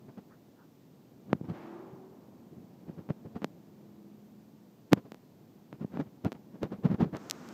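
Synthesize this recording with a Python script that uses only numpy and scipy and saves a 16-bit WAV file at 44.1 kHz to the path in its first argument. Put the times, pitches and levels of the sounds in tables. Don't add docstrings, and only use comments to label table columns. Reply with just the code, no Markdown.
import sys
import numpy as np
from scipy import signal
from scipy.fft import rfft, irfft, next_fast_len
from scipy.io import wavfile
from scipy.ndimage import uniform_filter1d

SR = 44100
rng = np.random.default_rng(int(sys.argv[2]) if len(sys.argv) > 2 else 0)


def to_wav(s):
    ch = np.atleast_2d(s).T
    pcm = np.round(np.clip(ch, -1, 1) * 32767)
    wavfile.write(sys.argv[1], SR, pcm.astype(np.int16))


N = 332073
N_FFT = next_fast_len(N)
T = np.arange(N) / SR


def amp(db):
    return 10 ** (np.asarray(db) / 20)


def unit_rms(x):
    return x / np.sqrt(np.mean(x ** 2) + 1e-20)


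def bins_hz(size):
    return np.fft.rfftfreq(size, 1 / SR)


def db_at(spectrum, hz):
    knots_hz, db = np.transpose(spectrum)
    return np.interp(np.log(hz + 1), np.log(knots_hz + 1), db)


def coloured(x, spectrum):
    return irfft(rfft(x) * amp(db_at(spectrum, bins_hz(len(x)))), len(x))


def noise(spectrum):
    return unit_rms(coloured(rng.standard_normal(N_FFT), spectrum)[:N])


def band_noise(hz, half_width_hz):
    gain = 1 / (1 + ((bins_hz(N_FFT) - hz) / half_width_hz) ** 4)
    return unit_rms(irfft(rfft(rng.standard_normal(N_FFT)) * gain, N_FFT)[:N])


def split(x, hz):
    low = irfft(rfft(x, N_FFT) / (1 + (bins_hz(N_FFT) / hz) ** 4), N_FFT)[:N]
    return low, x - low


def pulse(db):
    log_gain = np.log(amp(np.concatenate([db, db[-2:0:-1]])))
    response = np.exp(np.conj(signal.hilbert(log_gain)))
    wave = np.fft.ifft(response).real[:len(response) // 2]
    return wave / abs(wave).max()


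def add(mix, time_s, sound):
    part = mix[round(time_s * SR):][:len(sound)]
    part += sound[:len(part)]


def gaussian(centre_s, half_s):
    return np.exp(-np.minimum(((T - centre_s) / half_s) ** 2, 60))


def onset(start_s, rise_s):
    age_s = np.maximum(T - start_s, 0)
    return age_s, np.minimum(age_s / rise_s, 1)


def stroke(peak_s, length_s, rise_share=0.36):
    distance = np.maximum((peak_s - T) / rise_share, (T - peak_s) / (1 - rise_share)) / length_s
    pressure, near = np.zeros(N), distance < 10
    pressure[near] = np.exp(-distance[near] ** 1.4)
    return pressure


def background(hiss_db=-72.5):
    # (time [s], level [dB])
    rumble_levels = [(0, -55.5), (.7, -59), (1.3, -56), (3.2, -54), (4.7, -58.5), (6.4, -56), (7.53, -53)]
    # (frequency [Hz], level [dB])
    rumble_spectrum = [(20, -32.5), (45, -33.5), (80, -17.5), (120, -4), (210, -1), (330, -6), (550, -15.5),
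                       (850, -20), (1400, -32), (3000, -46), (16000, -72.5)]
    hiss_spectrum = [(20, -2), (2000, -1), (5000, -3), (8000, -5.5), (12000, -7), (16000, -5)]
    rumble_db = np.interp(T, *np.transpose(rumble_levels))
    return amp(rumble_db) * noise(rumble_spectrum) + amp(hiss_db) * noise(hiss_spectrum)


def rubs(slips_per_s=1500, spread_db=1.5, split_hz=520):
    # (firmest moment [s], length [s], level [dB], brightness [dB])
    strokes = [(.090, 0.026, -47.5, 5), (.182, 0.021, -41, 2.5), (1.312, 0.084, -42, -3.5),
               (1.447, 0.027, -40, -2.5), (1.498, 0.033, -32.5, -0.5), (1.936, .02, -48, -14),
               (2.53, 0.026, -47, -12), (2.578, 0.029, -44.5, -23), (2.889, 0.038, -41.5, -3),
               (2.986, 0.032, -40, -0.5), (3.101, 0.021, -32, -0.5), (3.259, 0.024, -38.5, -7.5),
               (3.361, 0.023, -34.5, 1), (3.429, 0.021, -39, 7), (4.926, 0.018, -26.5, 5.5),
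               (4.975, 0.029, -37.5, 4), (5.057, .028, -49.5, 0), (5.738, .03, -47, 2),
               (5.819, 0.035, -35.5, -.5), (5.952, 0.067, -39.5, 5.5), (6.002, 0.026, -26.5, -1),
               (6.068, .028, -46.5, -2.5), (6.258, 0.026, -26, 0.5), (6.352, 0.028, -46, 2.5),
               (6.549, 0.034, -43, -2.5), (6.634, 0.035, -30, 1), (6.726, 0.04, -36, 2.5),
               (6.791, 0.019, -42, -8), (6.854, .032, -26.5, 1), (6.912, 0.037, -26, -1),
               (6.944, 0.015, -29, 0), (7.013, 0.045, -25.5, 1), (7.059, 0.04, -35, -4),
               (7.138, 0.03, -34.5, 0.5), (7.16, .03, -49, 23.5)]
    # (frequency [Hz], level [dB])
    skin_spectrum = [(20, -47), (60, -22.5), (110, -6.5), (185, 1.5), (290, -6), (450, -11.5), (600, -19),
                     (760, -20.5), (950, -24.5), (1400, -30), (2000, -36.5), (4500, -49), (8000, -61.5),
                     (16000, -68.5)]
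    slipping = rng.random(N) < slips_per_s / SR
    sizes = amp(spread_db * np.minimum(rng.exponential(1, N), 3))
    slips = unit_rms(slipping * sizes * rng.choice([-1, 1], N))
    friction = slips + 0.56 * rng.standard_normal(N)
    shake = coloured(np.pad(friction, (0, N_FFT - N)), skin_spectrum)[:N]
    shake /= np.sqrt(uniform_filter1d(shake ** 2, size=900) + 1e-12)
    body, scrape = split(shake, split_hz)
    body_power, scrape_power = np.zeros(N), np.zeros(N)
    for peak_s, length_s, db, bright_db in strokes:
        power = (amp(db) * stroke(peak_s, length_s)) ** 2
        body_power += power
        scrape_power += power * amp(bright_db) ** 2
    return body * np.sqrt(body_power) + scrape * np.sqrt(scrape_power)


def swishes():
    # (centre [s], half length [s], level [dB], pitch [Hz])
    swings = [(0.327, 0.025, -64, 1390), (0.614, 0.036, -66, 1210)]
    return sum(amp(db) * gaussian(centre_s, half_s) * band_noise(hz, half_width_hz=450)
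               for centre_s, half_s, db, hz in swings)


def pops():
    # (time [s], peak [dB], low-pass corner [Hz], grip [pitch ratio])
    slips = [(1.3305, -9.5, 1810, 1.06), (1.3502, -31, 228, 0.88), (1.4118, -28, 295, 0.9),
             (2.896, -31.5, 300, 0.94), (3.0902, -34.5, 1800, 1.3), (3.1047, -26, 1750, 1.0),
             (3.4195, -33, 2500, 1.4), (3.4446, -16, 5340, 1.3), (4.9228, -24.5, 5000, 1.9),
             (4.9319, -2.5, 5600, 1.05), (5.1199, -30, 6740, 1.2), (5.1452, -35.5, 7000, 0.99),
             (5.7283, -31, 2500, 1.2), (5.8464, -24.5, 375, 0.99), (5.9724, -25, 1490, 0.99),
             (6.0005, -24.5, 1200, 0.94), (6.2485, -27.5, 8000, 1.1), (6.3200, -26, 5670, 1.35),
             (6.3276, -31, 7000, 1.1), (6.6318, -23, 5950, 1.47), (7.149, -27, 1530, 1.9)]
    # (frequency [Hz], level [dB])
    case_spectrum = [(20, -53), (50, -31.5), (85, -14), (125, -2.5), (190, 2.5), (280, -1.5), (500, -6.5),
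                     (1000, -15), (2000, -21), (4000, -27), (8000, -31.5), (16000, -26)]
    out, hz = np.zeros(N), bins_hz(4096)
    for time_s, peak_db, corner_hz, grip in slips:
        rolloff_db = -10 * np.log10(1 + (hz / corner_hz) ** 3.75)
        add(out, time_s, amp(peak_db) * pulse(db_at(case_spectrum, hz / grip) + rolloff_db))
    return out


def thuds(half_s=0.0052):
    # (centre [s], peak [dB], pitch [Hz])
    pushes = [(1.520, -32.5, 146), (3.1097, -28, 153), (4.929, -13, 262), (4.9349, -13, 191),
              (6.2634, -22, 146), (6.8586, -12.5, 186), (6.912, -24, 195), (7.0133, -19, 206),
              (7.0295, -16.5, 176)]
    return sum(amp(db) * gaussian(centre_s, half_s) * np.cos(2 * np.pi * hz * (T - centre_s))
               for centre_s, db, hz in pushes)


def whoosh(db=-50, hold_s=0.28, fade_db_per_s=31, bright_db=12.5, dull_db_per_s=34):
    # (frequency [Hz], level [dB])
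    air_spectrum = [(30, -36), (90, -20), (200, 2), (350, 4.5), (500, -4.5), (750, -3), (1100, -9.5),
                    (2000, -24), (4000, -38), (8000, -49), (16000, -61)]
    age_s, ramp = onset(start_s=1.519, rise_s=0.029)
    envelope = ramp * amp(db - fade_db_per_s * np.maximum(age_s - hold_s, 0))
    body, treble = split(noise(air_spectrum), hz=1500)
    return envelope * (body + treble * amp(bright_db - dull_db_per_s * age_s))


def hums(waver=0.0059):
    # (centre [s], half length [s], level [dB], pitch [Hz], glide [Hz/s])
    tones = [(1.7, 0.16, -50.5, 337, 0.5), (1.88, .24, -54, 381, -3.5), (4.12, 0.65, -57.5, 207, 8.5),
             (4.0, 0.21, -61.5, 334, -8)]
    out = np.zeros(N)
    for centre_s, half_s, db, hz, glide_hz_per_s in tones:
        drift = unit_rms(uniform_filter1d(rng.standard_normal(N), size=2500))
        pitch_hz = hz * (1 + waver * drift) + glide_hz_per_s * (T - centre_s)
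        phase = 2 * np.pi * np.cumsum(pitch_hz) / SR
        out += amp(db) * gaussian(centre_s, half_s) * np.sqrt(2) * np.sin(phase)
    return out


def sleeve(db=-53, swell_db_per_s=9.5):
    # (frequency [Hz], level [dB])
    cloth_spectrum = [(30, -60), (100, -30), (210, 5.5), (350, -1), (520, -6.5), (900, -7), (1500, -11.5),
                      (2500, -21.5), (4000, -26), (6500, -23.5), (8200, -29), (10000, -39), (16000, -41)]
    age_s, ramp = onset(start_s=7.154, rise_s=0.05)
    return ramp * amp(db + swell_db_per_s * age_s) * noise(cloth_spectrum)


def ticks():
    # (time [s], peak [dB])
    hits = [(7.1686, -34.5), (7.2990, -19), (7.3105, -11.5), (7.4888, -36)]
    # (frequency [Hz], level [dB])
    tick_spectrum = [(100, -32), (600, -9), (1500, -7.5), (3000, -1), (5500, 4), (7500, 0), (11000, -8.5),
                     (16000, -16)]
    out, tick = np.zeros(N), pulse(db_at(tick_spectrum, bins_hz(4096)))
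    for time_s, peak_db in hits:
        add(out, time_s, amp(peak_db) * tick)
    return out


def scene():
    handling = pops() + thuds() + rubs() + ticks() + sleeve()
    return (handling + swishes() + whoosh() + hums() + background())[None]


def record(dry):
    # (frequency [Hz], gain [dB])
    mic_response = [(20, 0.5), (6500, 0), (8200, -2), (9700, -7.5), (11000, -2.5), (12500, 2), (14300, 3),
                    (16000, -0.5)]
    cutoff_hz = 15600
    padded = np.pad(dry[0], (0, next_fast_len(N + SR) - N))
    heard = coloured(padded, mic_response)[:N]
    lowpass = signal.firwin(301, cutoff_hz, window=("kaiser", 8), fs=SR)
    return signal.oaconvolve(heard, lowpass, "same")[None]


dry = scene()
out = record(dry)
to_wav(out)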